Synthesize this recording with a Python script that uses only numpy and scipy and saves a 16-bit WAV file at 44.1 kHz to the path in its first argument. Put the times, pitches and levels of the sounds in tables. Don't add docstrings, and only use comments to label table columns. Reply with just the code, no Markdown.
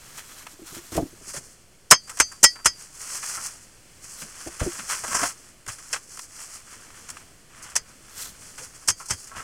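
import sys
import numpy as np
from scipy import signal
from scipy.fft import rfft, irfft
from scipy.io import wavfile
from scipy.ndimage import uniform_filter1d

SR = 44100
rng = np.random.default_rng(int(sys.argv[2]) if len(sys.argv) > 2 else 0)


def generate_wav(signal):
    frames = np.transpose(np.atleast_2d(signal))
    scaled = np.clip(frames, -1, 1) * 32767
    pcm = np.round(scaled).astype(np.int16)
    wavfile.write(sys.argv[1], SR, pcm)


def nominal_scale(level):
    x = np.asarray(level, float) / 20
    return 10 ** x


N = 415863


def unit(x):
    return x / np.sqrt(np.mean(x ** 2))


def colour(x, points):
    size = 2048
    hz, db = np.transpose(points)
    f = np.maximum(np.arange(size // 2 + 1) * SR / size, 1)
    gain_db = np.interp(np.log(f), np.log(hz), db)
    cepstrum = irfft(np.log(nominal_scale(gain_db)), size)
    cepstrum[1:size // 2] *= 2
    cepstrum[size // 2 + 1:] = 0
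    impulse = irfft(np.exp(rfft(cepstrum)), size)
    return unit(signal.fftconvolve(x, impulse)[:N])


def ring(x, hz, t60):
    decay = np.log(1000) / (max(t60, 0.004) * SR)
    pole = np.exp(2j * np.pi * hz / SR - decay)
    return signal.lfilter([1], [1, -pole], x).imag


def walk(rate):
    k = int(SR / rate)
    held = np.repeat(rng.standard_normal(N // k + 1), k)
    return 1.3 * uniform_filter1d(uniform_filter1d(held, k), k)[:N]


def grains(rate, spread_db, bed):
    hit = rng.random(N) < rate / SR
    grain_size = np.minimum(rng.exponential(size=N), 3.0)
    clicks = hit * rng.standard_normal(N) * nominal_scale(spread_db * grain_size)
    return unit(unit(clicks) + bed * rng.standard_normal(N))


def swell(rise, t60):
    t = np.arange(SR // 2) / SR
    build_up = (1 - np.exp(-t / max(rise, 2e-4))) ** 2
    shape = build_up * np.exp(-np.log(1000) * t / max(t60, 0.005))
    return shape / shape.max()


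def add(track, s, piece):
    i = int(s * SR)
    track[i:i + len(piece)] += piece[:N - i]


# frequency in Hz, level in dB per Hz.
AIR_TONE, AIR_DB = [(12, -18), (20, -9), (81, -10), (145, -10.5), (214, -13.5), (283, -14.5), (841, -23),
                    (1640, -21), (3690, -23), (6440, -22), (8510, -21), (11900, -31), (15700, -37)], -48


def air():
    gusts = nominal_scale(-66.5 + 2.9 * walk(5.0)) * unit(ring(rng.standard_normal(N), 50.0, 0.022))
    hush = colour(rng.standard_normal(N), AIR_TONE)
    return nominal_scale(AIR_DB - 6.5 + 1.32 * walk(2.434)) * hush + gusts


# start in seconds, length in seconds, grit level in dB, crumbs in dB relative to grit.
STROKES = [(0.0, 0.095, -52, -4.5), (0.16, 0.32, -50.5, -4), (0.7, 0.06, -42.5, -6),
           (0.92, 0.15, -51.5, -6), (1.294, 0.027, -39.5, -10), (1.474, 0.059, -58, -13),
           (2.043, 0.51, -50.5, -16), (2.803, 0.019, -44, -10), (3.023, 0.047, -40, -9),
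           (3.125, 0.053, -33.5, -10), (3.292, 0.16, -36.5, -8.5), (3.586, 0.055, -54.5, -9),
           (4.052, 0.08, -45, -13), (4.189, 0.031, -41, -8.5), (4.362, 0.23, -45, -4.5),
           (4.67, 0.23, -40.5, -7), (4.917, 0.22, -38, -9), (5.125, 0.085, -37.5, -6),
           (5.444, 0.028, -54.5, -5.5), (5.796, 0.14, -45, -8.5), (6.12, 0.079, -43.5, -12.5),
           (6.37, 0.18, -43.5, -8), (6.688, 0.53, -50.5, -2.5), (7.577, 0.16, -51.5, 1.5),
           (7.893, 0.38, -58.5, -3.5), (8.177, 0.08, -47.5, -8), (8.42, 0.19, -50.5, -10),
           (8.63, 0.21, -49, -8), (8.984, 0.24, -49, -18), (9.357, 0.15, -43, -1.5)]
PRESS_DB_PER_S, EASE_DB_PER_S = 192.5, 120.5
REST_GRIT_DB, REST_CRUMBS_DB, REST_RUMBLE_DB = -93.5, -78, -64.5


def rubbing():
    t = np.arange(N) / SR
    grit = np.full(N, nominal_scale(REST_GRIT_DB))
    crumbs = np.full(N, nominal_scale(REST_CRUMBS_DB))
    for s, length, db, crumbs_db in STROKES:
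        press = PRESS_DB_PER_S * np.maximum(s - t, 0)
        ease = EASE_DB_PER_S * np.maximum(t - s - length, 0)
        stroke = nominal_scale(db - press - ease)
        grit += stroke
        crumbs += nominal_scale(crumbs_db) * stroke
    return grit, crumbs


# start in seconds, peak in dB, pitch in Hz.
KNOCKS = [(0.529, -36, 317), (0.587, -28.5, 363), (0.614, -27, 322), (0.719, -32, 343), (0.763, -24.5, 342),
          (0.974, -4, 693), (0.95, -14, 340), (0.99, -11, 338), (1.019, -11, 270), (1.05, -25.5, 320),
          (1.27, -35.5, 336), (1.124, -31, 352), (1.209, -36, 367), (1.338, -23, 596), (1.914, -14, 617),
          (1.915, -1.5, 1010), (2.199, -24.5, 1087), (2.191, -27, 624), (2.2, -27, 65.7),
          (2.435, -24.5, 55), (2.655, -26.5, 60), (2.432, -44, 740), (2.654, -48, 716), (4.466, -25.5, 746),
          (4.62, -25, 620), (4.659, -10, 340), (5.035, -20, 650), (5.144, -15, 703), (5.227, -13, 708),
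          (8.61, -32.5, 515)]
KNOCK_RISE_S, KNOCK_T60_S, KNOCK_RUMBLE_DB = 0.0034, 0.067, -25.5
# start in seconds, peak in dB, pitch in Hz.
TREADS = [(0.919, -21.5, 316), (0.965, -9, 297), (1.364, -28, 163), (1.915, -46, 128), (4.22, -29, 193),
          (4.46, -21, 330), (4.611, -6.5, 96), (4.783, -30, 230), (5.076, -29, 242), (5.216, -21.5, 293),
          (5.673, -29, 114), (8.589, -36, 145), (8.887, -24.5, 124), (9.104, -20, 94), (9.364, -26, 91.5)]
TREAD_RISE_S, TREAD_T60_S, TREAD_RUMBLE_DB = 0.0021, 0.12, -19.5
# frequency in Hz, level in dB per Hz.
RUMBLE_TONE = [(24, -38), (40, -3), (97, 1.5), (204, -5.5), (362, -3.5), (721, -7.5), (900, -24.5),
               (1170, -22.5), (1980, -120)]
RUMBLE_RE_CRUMBS_DB = -20


def turf(crumb_force):
    force = nominal_scale(REST_RUMBLE_DB) + nominal_scale(RUMBLE_RE_CRUMBS_DB) * crumb_force
    force = force * nominal_scale(0.86 * walk(25.0))
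    rumble = colour(grains(410.0, 3.1, 0.97), RUMBLE_TONE)
    thuds = np.zeros(N)
    for rows, rise, t60, shake_db in ((KNOCKS, KNOCK_RISE_S, KNOCK_T60_S, KNOCK_RUMBLE_DB),
                                      (TREADS, TREAD_RISE_S, TREAD_T60_S, TREAD_RUMBLE_DB)):
        push = swell(rise, t60)
        for s, db, hz in rows:
            add(force, s, nominal_scale(db + shake_db) * push)
            rough_push = push * rng.standard_normal(len(push))
            tone = ring(rough_push, hz, min(0.061, 26 / hz))
            add(thuds, s, nominal_scale(db - 10.0) * tone / np.abs(tone).max())
    return thuds + force * rumble


# start in seconds, end in seconds.
BOOTS_MOVE = [
    (0.0, 1.19),
    (4.18, 4.22),
    (8.1, 8.35),
]
# frequency in Hz, level in dB per Hz.
GRASS_TONE = [(1800, -24.5), (2800, -9), (3900, 3.5), (5000, -10.5), (9500, -11), (12000, -4),
              (15700, -12.5)]
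GRASS_RE_GRIT_DB = -3


def grass(grit_force):
    t = np.arange(N) / SR
    moving = sum(1.0 * (t >= a) * (t < b) for a, b in BOOTS_MOVE)
    moving = uniform_filter1d(moving, size=2000)
    swish = colour(grains(2000.0, 2.9, 0.91), GRASS_TONE)
    return nominal_scale(GRASS_RE_GRIT_DB) * moving * grit_force * swish


# start in seconds, peak in dB.
SCUFFS = [(2.07, -52), (2.102, -45), (2.172, -56), (2.313, -44), (2.554, -45.5), (2.585, -50), (3.14, -59),
          (3.224, -51), (3.371, -36), (4.89, -45), (4.92, -41), (5.035, -35.5), (5.11, -29.5),
          (5.143, -24.5), (5.191, -27), (5.225, -32), (5.262, -59), (5.68, -45), (5.785, -53), (5.953, -58),
          (8.82, -55), (8.997, -40), (9.311, -42.5), (9.348, -42), (9.39, -38)]
SCUFF_RISE_S, SCUFF_T60_S = 0.0036, 0.13
# frequency in Hz, level in dB, t60 in seconds.
HOLLOW = [(1116, -7, 0.09), (1336, -3, 0.031), (1573, -11, 0.028)]


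def scuffing(crumbs):
    force = np.zeros(N)
    for s, db in SCUFFS:
        add(force, s, nominal_scale(db) * swell(SCUFF_RISE_S, SCUFF_T60_S))
    rattle = sum(nominal_scale(db) * unit(ring(crumbs, hz, t60)) for hz, db, t60 in HOLLOW)
    return force * rattle


# start in seconds, peak in dB, crumbs in dB relative to grit.
SNAPS = [(0.746, -32, -9), (0.964, -18.5, -8), (1.362, -20.5, -9.5), (2.094, -21.5, -10),
         (2.17, -23.5, -4.5), (2.187, -16.5, -12), (2.317, -27.5, -10), (2.555, -40, 3), (2.589, -45, 3),
         (3.227, -33.5, 7), (4.217, -33, 3.5), (4.471, -26, -22), (4.789, -29, 0), (5.037, -21, -10),
         (5.077, -44, -4), (5.19, -16, -26), (5.783, -34, -7), (5.957, -32, 4), (6.17, -29.5, -6),
         (7.086, -25.5, -10.5), (7.698, -29, -29), (9.13, -23, -12), (9.24, -36.5, -10), (9.27, -27.5, -19),
         (0.29, -43, 2)]
SNAP_RISE_S, SNAP_T60_S = 0.0015, 0.062
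# start in seconds, peak in dB, crumbs in dB relative to grit.
CLODS = [(0.17, -25, -8.5), (0.355, -49, -27), (0.916, -27.5, -7), (0.939, -24, -9.5), (1.332, -23, -10.5),
         (2.069, -34.5, -6), (3.354, -61, -8), (4.593, -20.5, -3.5), (4.889, -21, -2.5), (4.918, -29, 0.5),
         (5.114, -25, -10), (5.209, -21, -8), (5.228, -18.5, -7), (5.252, -14.5, -17.5), (5.675, -17, -9),
         (5.713, -25, -19), (7.62, -26.5, -33), (8.212, -33, -15), (8.575, -25.5, -7), (8.992, -34, -12),
         (9.355, -34, 0)]
CLOD_RISE_S, CLOD_T60_S = 0.0045, 0.13
# start in seconds, peak in dB, crumbs in dB relative to grit.
TICKS = [(0.466, -32.5, 9), (5.663, -26, -1), (6.191, -20, -2), (6.388, -37, 3), (6.903, -48, 9),
         (7.101, -15.5, -19), (7.168, -39, 9.5), (7.639, -32, -15), (8.256, -31, -18), (9.058, -23, -25),
         (5.078, -21.5, -8)]
TICK_RISE_S, TICK_T60_S = 0.00072, 0.03


def breaking(fine, coarse):
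    for rows, rise, t60 in ((SNAPS, SNAP_RISE_S, SNAP_T60_S), (CLODS, CLOD_RISE_S, CLOD_T60_S),
                            (TICKS, TICK_RISE_S, TICK_T60_S)):
        for s, db, crumbs_db in rows:
            add(fine, s, nominal_scale(db - 15.5) * swell(rise, t60))
            add(coarse, s, nominal_scale(db + crumbs_db - 11.0) * swell(3.0 * rise, 0.74 * t60))


# start in seconds, peak in dB, crumbs in dB relative to grit,
# t60 in seconds, steel ring in dB.
STABS = [(1.904, -4.5, -17, 0.076, -23), (1.9094, 16.5, -14.5, 0.029, -2.5), (1.916, 4.5, 2, 0.053, 1.5),
         (2.1992, 6, -4.5, 0.043, 0.5), (2.429, 3, -23, 0.061, -0.5), (2.438, 14, -11.5, 0.04, 1),
         (2.645, -11.5, -13, 0.12, -5), (2.6567, 6, -8, 0.049, 0.5), (5.144, -9.5, -17, 0.23, 1),
         (5.928, -7, -5.5, 0.077, -15), (7.754, -5.5, -13, 0.049, -9), (7.761, -2.5, -15.5, 0.055, -12),
         (8.875, -6.5, -23, 0.098, -9), (8.883, 1.5, -10.5, 0.049, -7.5), (8.899, -6, -26, 0.04, -6),
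         (9.085, -17, -27, 0.048, -9), (9.097, -15.5, -8, 0.08, -4), (9.105, -4, -12, 0.053, -4.5)]
STAB_RISE_S = 0.0012


def stabbing(coarse):
    blow = np.zeros(N)
    for s, db, crumbs_db, t60, _ in STABS:
        add(blow, s, nominal_scale(db - 15.5) * swell(STAB_RISE_S, t60))
        add(coarse, s, nominal_scale(db + crumbs_db - 13.0) * swell(2.16 * STAB_RISE_S, 1.11 * t60))
    return blow


# frequency in Hz, level in dB, t60 in seconds.
STEEL = [(1938, -6, 0.11), (2277, -10.5, 0.089), (3196, -10, 0.12), (4390, -16, 0.23), (4723, -12.5, 0.38),
         (4970, -3, 0.1), (5180, -6, 0.14), (5130, 0.5, 0.12), (5500, -0.5, 0.06), (6200, -4, 0.16),
         (6440, 0.5, 0.11), (7620, -5, 0.062), (8040, -0.5, 0.055), (8650, -2, 0.065),
         (620, -7.5, 0.021), (1010, 0, 0.03), (1370, -9.5, 0.04), (2560, -11.5, 0.04), (2800, -17, 0.06),
       (3000, -16.5, 0.069), (5200, -5, 0.085), (5480, -5, 0.07), (6680, 0, 0.048), (7160, -1, 0.05),
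       (7550, 0, 0.045), (8550, -8, 0.048), (9000, -13, 0.054), (10250, -7.5, 0.042)]
MODE_SCATTER_DB, MODE_SCATTER = 2, 0.001


def steel(grit):
    out = np.zeros(N)
    modes = STEEL
    for s, db, _, t60, ring_db in STABS:
        push = swell(STAB_RISE_S, 0.92 * t60)
        shake = push * np.resize(grit[int(s * SR):], len(push))
        chance = rng.standard_normal((len(modes), 2))
        for (hz, mode_db, decay), (a, b) in zip(modes, chance):
            level = nominal_scale(db + ring_db + mode_db - 48.5 + MODE_SCATTER_DB * a)
            add(out, s, level * ring(shake, hz * (1 + MODE_SCATTER * b), decay))
    return out


# frequency in Hz, level in dB per Hz.
FINE_TONE = [(2240, -33.5), (3800, -34.5), (3990, -11.5), (5120, -3), (5830, -0.5), (8080, -0.5),
             (9600, -4), (11400, -13), (14200, -20.5), (15700, -22.5)]
# frequency in Hz, level in dB per Hz.
COARSE_TONE = [(260, -32), (450, -16.5), (718, -13), (890, -8.5), (1290, -3), (2030, -6.5), (2250, -8.5),
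               (2580, -9), (3170, -11), (3720, -13), (4200, -15.5), (5460, -35.5), (9240, -120)]
# frequency in Hz, level in dB per Hz.
BLOW_TONE = [(1940, -47.5), (3300, -18.5), (4010, -16), (5380, -2), (8730, -6), (9440, -11), (10400, -17.5),
             (15700, -35.5)]


def soil(grit_force, crumb_force):
    slip = walk(35.0)
    fine = grit_force * nominal_scale(2.63 * slip + 0.29 * walk(90.0))
    coarse = crumb_force * nominal_scale(2.2 * slip + 0.8 * walk(60.0))
    breaking(fine, coarse)
    blow = stabbing(coarse)
    grit = grains(3000.0, 1.1, 1.0)
    crumbs = grains(900.0, 2.14, 1.0)
    scrape = fine * colour(grit, FINE_TONE)
    crunch = coarse * colour(crumbs, COARSE_TONE)
    burst = blow * colour(grit, BLOW_TONE)
    return grass(fine) + scuffing(crumbs) + scrape + crunch + burst + steel(grit)


def scene():
    grit_force, crumb_force = rubbing()
    return (air() + turf(crumb_force) + soil(grit_force, crumb_force))[None]


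def band_limit(x):
    return signal.sosfilt(signal.butter(12, 15880, fs=SR, output="sos"), x)


PORT_DIP_HZ, PORT_DIP_Q, PORT_DIP_SHARE = 3780, 7, 0.7
CLIP = 0.91


def record(dry):
    dipped = signal.lfilter(*signal.iirnotch(PORT_DIP_HZ, PORT_DIP_Q, fs=SR), dry)
    x = (dry + PORT_DIP_SHARE * (dipped - dry)) / CLIP
    overloaded = CLIP * x / (1 + x ** 6) ** (1 / 6)
    return band_limit(overloaded + 0.0011)


dry = scene()
out = record(dry)
generate_wav(out)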